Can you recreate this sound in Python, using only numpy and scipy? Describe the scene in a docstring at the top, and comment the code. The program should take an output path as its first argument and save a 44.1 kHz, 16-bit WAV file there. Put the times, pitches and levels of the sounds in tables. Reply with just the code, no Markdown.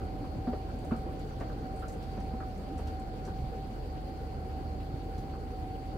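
"""A washing machine with a dryer stacked on it, both running in a small tiled utility room.
Motors hum as steady sine tones; the cabinets rumble and the load sloshes as shaped noise.
A blower whines in swells as a wavering sine, and a compressor hisses as pulsing, narrow noise.
Wet laundry thuds, splashes and knocks on the washer door: short, fading tones and noise bursts.
Zips and buttons tick against the dryer drum as brief bright noise, and the tiles add reflections."""
import sys
import numpy as np
from scipy import signal
from scipy.io import wavfile

SR = 44100
rng = np.random.default_rng(int(sys.argv[2]) if len(sys.argv) > 2 else 0)


def generate_wav(sig):
    """Save sig (samples, or channels by samples) to the path in sys.argv[1] as 16-bit PCM at SR."""
    pcm = np.round(np.clip(np.atleast_2d(sig).T, -1, 1) * 32767).astype(np.int16)
    wavfile.write(sys.argv[1], SR, pcm)


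N = 263277
TIME = np.arange(N) / SR
BURST_TIME = TIME[:SR // 2]   # every short sound is built on half a second

# Relative levels are shifted later, by the settings or by the left-right balance.
# "Fade" is the time a sound takes to drop by 60 dB.

# motor hum: (multiple of the turning rate, relative level [dB])
MOTOR_HUM = [(4, -43.5), (6, -50), (7, -52), (8, -59), (10, -62)]
# lowest cabinet resonance, over time: (time [s], relative level [dB])
BOOM_LEVEL = [(0.0, -39.5), (0.24, -46.5), (1.08, -42), (1.25, -61), (2.28, -39), (2.56, -47), (2.96, -37),
              (3.2, -52), (3.44, -35), (3.6, -61), (3.96, -40.5), (4.25, -46.5), (4.56, -39), (4.82, -41),
              (4.98, -51), (5.6, -39), (5.94, -47)]
# tumbling load, over time: (time [s], relative rumble level [dB], relative slosh level [dB])
TUMBLING_LOAD = [(0.0, -40.5, -65), (0.37, -41, -63.5), (0.71, -42.5, -63), (1.08, -41, -63),
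                 (1.83, -42, -62.5), (5.85, -43.5, -65), (5.97, -41.5, -63)]
# colours of the three noises: (frequency [Hz], relative level per hertz [dB])
RUMBLE_COLOUR = [(20, -2), (40, -4), (60, -2), (100, 2), (125, 2), (180, -3), (230, -4), (300, -1.5),
                 (380, -8.5), (500, -4.5), (660, -19), (850, -3.5), (1100, -79)]
SLOSH_COLOUR = [(400, -18), (800, -8.5), (1100, -2.2), (1500, 2), (1900, -14), (3000, -8.5), (6000, -19.5)]
AIR_COLOUR = [(600, 4.5), (1800, 2), (2300, 5.5), (3200, -8.5), (3800, 3.5), (5000, -24), (6000, -7.5),
              (8300, -9.5), (9500, -9.5), (12500, -13), (14500, -8), (16000, -15)]
# likeness of left and right in these noises: (frequency [Hz], likeness [-1 to 1])
LEFT_RIGHT_LIKENESS = [(30, 0.73), (120, 0.95), (300, 0.89), (500, 0.73), (750, 0.13), (1100, -0.49),
                       (1500, -0.33), (2200, 0.25), (3000, -0.039), (16000, -0.041)]
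# blower whine, over time: (time [s], middle pitch [Hz], relative level [dB])
BLOWER_WHINE = [(0.0, 769, -50), (.26, 760, -49.5), (.37, 765, -53.5), (.5, 762, -44), (.79, 757, -54),
                (1.04, 765, -47), (1.34, 769, -54), (1.47, 759, -49), (1.57, 760, -53), (1.7, 765, -45.5),
                (1.99, 758, -51.5), (2.22, 769, -47), (2.47, 764, -45.5), (2.6, 763, -55), (2.76, 767, -46),
                (2.85, 765, -50), (3.02, 762, -45.5), (3.15, 760, -52), (3.25, 755, -50), (3.54, 767, -47),
                (3.81, 766, -55), (3.99, 756, -49), (4.14, 767, -51), (4.38, 761, -50.5), (4.52, 763, -48),
                (4.94, 767, -52), (5.1, 764, -48), (5.43, 770, -51.5), (5.64, 757, -46), (5.97, 766, -52)]
# compressor hiss resonances: (frequency [Hz], width of each filter pass [Hz], relative level [dB])
HISS_RESONANCES = [(4215, 180, 0.5), (4453, 116, -1.5), (4637, 280, 2.5), (5124, 250, -5.5)]
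# hollow knocks on the door: (time [s], level [dB], pitch [multiple of the door modes],
# rebound delay [s], rebound level against the knock [dB])
DOOR_KNOCKS = [(.015, -46, .97, 0.017, -9), (0.241, -48, .95, .016, -7), (0.91, -38.5, .94, .011, 1.5),
               (0.941, -45.5, .95, 0.012, -3), (1.403, -46.5, 1.08, 0.012, -3),
               (1.498, -45.5, 1.0, .016, -3), (1.823, -42, 1.03, .014, 1), (2.404, -40.5, 1.01, 0.022, -7),
               (3.275, -47.5, 1.0, 0.011, 1), (5.335, -48, 1.0, 0.015, -2)]
# ways the door rings: (frequency [Hz], relative level [dB], fade [s])
DOOR_MODES = [(1060, 6, 0.026), (1210, 9, 0.025), (1298, 10, 0.029), (1408, 11, 0.022), (1532, 5.5, 0.032),
              (1603, 0, 0.023), (2150, -14, 0.011)]
# wet laundry lands on the drum: (time [s], thud level before the drum modes [dB], thud pitch [Hz],
# thud fade before the drum modes [s], splash level [dB])
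LAUNDRY_LANDINGS = [(.474, -19, 243, 0.1, -42.5), (.533, -26.5, 419, 0.067, -44),
                    (0.9174, -17.5, 223, 0.1, -41.5), (1.062, -29, 327, 0.08, -53.5),
                    (1.411, -28, 275, 0.1, -42), (2.177, -29.5, 197, 0.082, -46),
                    (2.335, -28, 221, 0.13, -53), (2.403, -37, 348, 0.06, -51),
                    (2.789, -33, 440, 0.053, -47), (3.28, -27.5, 321, 0.049, -50),
                    (3.389, -28.5, 126, 0.19, -67), (3.442, -26, 120, 0.05, -69),
                    (4.939, -25, 140, 0.07, -75), (5.183, -30.5, 121, 0.13, -69)]
# ways the drum rings: (multiple of the thud pitch, level against the thud [dB], share of the thud fade)
DRUM_MODES = [(0.8, -12, 0.74), (1.0, -3.5, 0.87), (1.55, -13.5, 0.65), (1.9, -19.5, 0.5), (2.8, -22, 0.67)]
# zips and buttons touch the drum: (time [s], relative level [dB], centre [Hz], width [share of centre])
FASTENER_TICKS = [(.786, -61, 7500, .5), (.846, -59, 7500, .5), (.96, -59, 7900, .4),
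                  (1.19, -58.5, 7000, .7), (1.398, -56, 5000, .7), (1.758, -60, 8000, .5),
                  (1.792, -58.5, 8000, .4), (1.88, -51, 6500, 0.44), (1.921, -55, 7340, 0.5),
                  (2.024, -54, 4400, 0.64), (2.199, -58, 5500, 0.55), (2.574, -60, 6500, .45),
                  (2.777, -54.5, 7400, 0.53), (2.87, -52, 4280, 0.65), (2.994, -60, 8000, .35),
                  (3.248, -52.5, 6000, 0.25), (4.8, -53.5, 2480, 0.24), (5.178, -54.5, 3900, 1.3)]

MOTOR_TURNS_HZ = 11.318
WHINE_HZ = 768.5   # centre of the noise around the whine
WOBBLES_PER_S, WOBBLE_DEPTH_HZ = 6.63, 3.8   # regular pitch wobble of the blower
COMPRESSOR_STROKES_HZ = 117.2
SPLASH_HZ, SPLASH_LEAD_S = 563, .006   # the water is hit just before the drum
SMALL_SPLASHES_PER_S, SMALL_SPLASH_DB, SMALL_SPLASH_HZ = 2.6, -61, 750
FAINT_TICKS_PER_S, FAINT_TICK_DB, FAINT_TICK_HZ = 11, -70, 7800
TICK_TOP_HZ = 14400
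ROOM_FADE_S = .17
CUTOFF_HZ = 15800


def from_db(db):
    """Turn decibels into a gain."""
    return 10 ** (np.asarray(db) / 20)


def rms_one(x):
    """Scale a sound to an average power of 1."""
    return x / np.sqrt(np.mean(x ** 2) + 1e-20)


def in_time(rows):
    """Join the points of each table column with straight lines, sample by sample."""
    seconds, *columns = np.transpose(rows)
    return [np.interp(TIME, seconds, column) for column in columns]


def at_hz(points, hz):
    """Read a value between table points, on a log-frequency axis."""
    freqs, values = np.transpose(points)
    return np.interp(np.log(hz), np.log(freqs), values)


def band(x, low_hz, high_hz, order=2):
    """Keep the part of a sound between two frequencies."""
    edges = [low_hz, min(high_hz, .45 * SR)]
    return signal.sosfilt(signal.butter(order, edges, "band", fs=SR, output="sos"), x)


def drift(rate_hz):
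    """Smooth random wandering around 0 with an rms of 1; a higher rate wanders faster."""
    step = 40   # computed once per 40 samples, then joined by straight lines
    r = np.exp(-2 * step * np.pi * rate_hz / SR)
    noise = rng.standard_normal(N // step + 2002)
    slow = signal.lfilter([1], [1, -2 * r, r * r], noise)[2000:]   # skip the filter's start
    return np.interp(np.arange(N) / step, np.arange(len(slow)), rms_one(slow))


def resonate(x, hz, width_hz):
    """Let a sound ring at one frequency, with a gain of about 1 at the peak."""
    r = np.exp(-np.pi * width_hz / SR)
    feed = np.array([1, 0, -1]) * (1 - r * r) / 2
    return signal.lfilter(feed, [1, -2 * r * np.cos(2 * np.pi * hz / SR), r * r], x)


def stereo(pair, alike):
    """Mix two unrelated signals into left and right of a given likeness."""
    alike = np.clip(alike, -1, 1)
    shared = np.sqrt(1 + alike) * pair[0]
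    opposed = np.sqrt(1 - alike) * pair[1] * [[1], [-1]]
    return shared + opposed


def coloured_noise(colour, flicker_db, flicker_rate):
    """Stereo noise in third-octave bands that each flicker on their own; rms 1."""
    lowest, highest = np.log2(colour[0][0]), np.log2(colour[-1][0])
    edges = 2 ** np.arange(lowest, highest + 1 / 3, 1 / 3)
    white = rng.standard_normal((2, 2, N))   # neighbouring bands take turns with two noises
    out = 0
    for k, (low, high) in enumerate(zip(edges, edges[1:])):
        hz = np.sqrt(low * high)
        gain = from_db(at_hz(colour, hz) + flicker_db * drift(flicker_rate))
        out = out + gain * stereo(band(white[k % 2], low, high), at_hz(LEFT_RIGHT_LIKENESS, hz))
    return rms_one(out)


def blow(rise_s, fade_s):
    """Loudness shape of a contact: a smooth rise, then a decay; peak 1."""
    rise = 1 - np.exp(-(BURST_TIME / rise_s) ** 2)
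    shape = rise * from_db(-60 * BURST_TIME / fade_s)
    return shape / shape.max()


def add(out, start_s, sound):
    """Mix a short sound in at a given time."""
    part = out[max(round(start_s * SR), 0):][:len(sound)]
    part += sound[:len(part)]


def in_room(x, wet_db, alike):
    """Add the dense reflections of close tiled walls, as fading noise, to the direct sound."""
    tail = stereo(rng.standard_normal((2, SR // 2)), alike) * blow(0.0043, ROOM_FADE_S)
    tail /= np.sqrt(np.sum(tail ** 2) / 2)
    return x + from_db(wet_db) * signal.fftconvolve(x[None], tail, axes=1)[:, :N]


def scattered(start_s, end_s, per_s, db, hz):
    """Loosely spaced small contacts of varying strength and colour: rows (time [s], level [dB], [Hz])."""
    slots = np.arange(start_s, end_s, 1 / per_s)
    when, strength, colour = rng.uniform(-1, 1, (64, 3))[:len(slots)].T
    times = slots + (when + 1) / 2 / per_s
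    return list(zip(times, db + 2 * strength, hz * (1 + colour / 10)))


def motors(wander_hz, sway_db, lag_rad):
    """Steady low tones locked to the turning of one motor, the left side lagging slightly."""
    turns = np.cumsum(MOTOR_TURNS_HZ + wander_hz * drift(2.7)) / SR
    out = 0
    for multiple, db in MOTOR_HUM:
        phase = 2 * np.pi * (multiple * turns + rng.random())
        tone = np.sqrt(2) * np.sin(phase - np.array([[lag_rad], [0]]))
        out = out + from_db(db + sway_db * drift(3.8)) * tone
    return out


def cabinet_boom(hz, width_hz, motor_hz, wander_hz, motor_db):
    """The load shakes the lowest panel resonance (filtered noise), joined by the drum motor's drone."""
    shaking = stereo(rng.standard_normal((2, N)), 0.87)
    panel = rms_one(resonate(resonate(shaking, hz, width_hz), hz, width_hz))
    motor_pitch = motor_hz + wander_hz * drift(2.22)
    drone = np.sqrt(2) * np.sin(2 * np.pi * np.cumsum(motor_pitch) / SR)
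    level_db, = in_time(BOOM_LEVEL)
    return from_db(level_db - 2.5) * rms_one(panel + from_db(motor_db) * drone)


def tumbling_load():
    """The tumbling load makes low rumble and brighter slosh, two noises that follow its levels."""
    rumble_db, slosh_db = in_time(TUMBLING_LOAD)
    rumble = from_db(rumble_db + 1.5) * coloured_noise(RUMBLE_COLOUR, flicker_db=2.0, flicker_rate=10.2)
    slosh = from_db(slosh_db + 4.5) * coloured_noise(SLOSH_COLOUR, flicker_db=2.5, flicker_rate=16.4)
    return rumble + slosh


def rushing_air():
    """Air rushes as bright noise whose level quivers slightly."""
    level_db = -62.5 + 0.62 * drift(17.0)
    return from_db(level_db) * coloured_noise(AIR_COLOUR, flicker_db=1.0, flicker_rate=22)


def blower(tone_db, jitter_hz, jitter_rate, flutter_db, flutter_rate, skirt_db, skirt_hz):
    """A blade tone swells and wobbles with the airflow; turbulence adds a quiver and noise around it."""
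    pitch, level_db = in_time(BLOWER_WHINE)
    wobble = WOBBLE_DEPTH_HZ * np.cos(2 * np.pi * WOBBLES_PER_S * TIME)
    pitch = pitch + wobble + jitter_hz * drift(jitter_rate)
    level_db = level_db + tone_db + flutter_db * drift(flutter_rate)
    phase = 2 * np.pi * np.cumsum(pitch) / SR - np.array([[.65], [0]])   # left lags, in radians
    tone = from_db(level_db) * np.sqrt(2) * np.sin(phase)
    eddies = resonate(stereo(rng.standard_normal((2, N)), 0.055), WHINE_HZ, skirt_hz)
    skirt = rms_one(resonate(eddies, WHINE_HZ, skirt_hz))
    return tone + from_db(skirt_db) * skirt


def compressor(level_db, depth):
    """Gas hisses through narrow resonances, pulsing with each stroke."""
    strokes = 1 + depth * np.sin(2 * np.pi * COMPRESSOR_STROKES_HZ * TIME)
    hiss = 0
    for hz, width_hz, db in HISS_RESONANCES:
        gas = rng.standard_normal((2, N))
        hiss = hiss + from_db(db) * rms_one(resonate(resonate(gas, hz, width_hz), hz, width_hz))
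    flicker = from_db(1.0 * drift(12))
    return from_db(level_db) * rms_one(hiss * strokes * flicker)


def knocks(wet_db, rise_s):
    """Each knock and its rebound ring the damped door modes, higher or lower with the spot that is hit."""
    out = np.zeros(N)
    touches = [row[:3] for row in DOOR_KNOCKS]
    for s, db, pitch, delay, rebound_db in DOOR_KNOCKS:
        touches.append((s + delay, db + rebound_db, pitch))
    # each touch excites the modes in its own random balance
    balances = from_db(rng.normal(0, 3.5, (len(touches), len(DOOR_MODES))))
    for (s, db, pitch), strengths in zip(touches, balances):
        knock = 0
        for strength, (hz, mode_db, fade_s) in zip(strengths, DOOR_MODES):
            ring = blow(rise_s, fade_s) * np.sin(2 * np.pi * pitch * hz * BURST_TIME)
            knock = knock + strength * from_db(mode_db) * ring
        add(out, s, from_db(db) * knock / np.abs(knock).max())
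    return in_room(out, wet_db, alike=-0.67)


def splashes(width, rise_s, fade_s, muffle):
    """A short noise burst with each landing and small ones between, dulled by the door glass."""
    out = np.zeros(N)
    large = [(s - SPLASH_LEAD_S, db, SPLASH_HZ) for s, *_, db in LAUNDRY_LANDINGS]
    small = scattered(0, N / SR, SMALL_SPLASHES_PER_S, SMALL_SPLASH_DB, SMALL_SPLASH_HZ)
    for s, db, hz in large + small:
        splash = resonate(rng.standard_normal(SR // 2), hz, width * hz)
        splash = rms_one(band(splash, hz / 4, muffle * hz))
        add(out, s, from_db(db) * splash * blow(rise_s, fade_s))
    return in_room(out, wet_db=0.5, alike=0.094)


def thuds(rise_s):
    """A soft heavy landing rings the damped drum modes, which die away quickly."""
    out = np.zeros(N)
    for s, db, hz, fade_s, _ in LAUNDRY_LANDINGS:
        for multiple, mode_db, share in DRUM_MODES:
            ring = np.sin(2 * np.pi * multiple * hz * BURST_TIME)
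            add(out, s, from_db(db + mode_db) * blow(rise_s, share * fade_s) * ring)
    return in_room(out, wet_db=-12, alike=.7)


def ticks(level_db, fade_s, faint_width, snap_db, snap_hz, snap_fade_s):
    """Small hard contacts, faint ones among them: a dry broad snap and a bright scuff with room sound."""
    scuffs, snaps = np.zeros(N), np.zeros((2, N))
    faint = scattered(0.55, 2.8, FAINT_TICKS_PER_S, FAINT_TICK_DB, FAINT_TICK_HZ)
    soften = signal.butter(2, TICK_TOP_HZ, fs=SR, output="sos")
    for s, db, hz, width in list(FASTENER_TICKS) + [(*row, faint_width) for row in faint]:
        scuff = resonate(rng.standard_normal(SR // 2), hz, width * hz)
        scuff = rms_one(signal.sosfilt(soften, scuff))
        add(scuffs, s, from_db(db + level_db) * scuff * blow(0.0027, fade_s))
        for channel in snaps:
            snap = rms_one(band(rng.standard_normal(SR // 2), snap_hz, CUTOFF_HZ))
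            add(channel, s, from_db(db + snap_db) * snap * blow(0.0016, snap_fade_s))
    return snaps + in_room(scuffs, wet_db=2.0, alike=0)


def scene():
    """Mix both machines: hum and boom a little to the right; air, hiss and ticks a little to the left."""
    hum = motors(wander_hz=0.008, sway_db=1.36, lag_rad=0.26)
    boom = cabinet_boom(hz=74, width_hz=21, motor_hz=71.83, wander_hz=1.32, motor_db=1.0)
    load = tumbling_load()
    air = rushing_air()
    whine = blower(tone_db=1.14, jitter_hz=9.71, jitter_rate=38.1, flutter_db=0.26, flutter_rate=19,
                   skirt_db=-55.5, skirt_hz=117)
    hiss = compressor(level_db=-66.5, depth=0.3)
    laundry = knocks(wet_db=-0.5, rise_s=0.002)
    laundry = laundry + splashes(width=0.41, rise_s=0.0036, fade_s=0.1, muffle=4.1)
    laundry = laundry + thuds(rise_s=0.0021)
    fasteners = ticks(level_db=-6.0, fade_s=0.046, faint_width=0.36,
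                      snap_db=-22, snap_hz=7000, snap_fade_s=0.04)
    low = (hum + boom) * from_db([[-1.1], [1.1]])   # left, right
    high = (air + hiss + fasteners) * from_db([[.7], [-.7]])
    return low + load + whine + laundry + high


def record(dry):
    """Cut the very highest sounds off steeply."""
    return signal.sosfilt(signal.ellip(12, .1, 90, CUTOFF_HZ, fs=SR, output="sos"), dry)


dry = scene()
out = record(dry)
generate_wav(out)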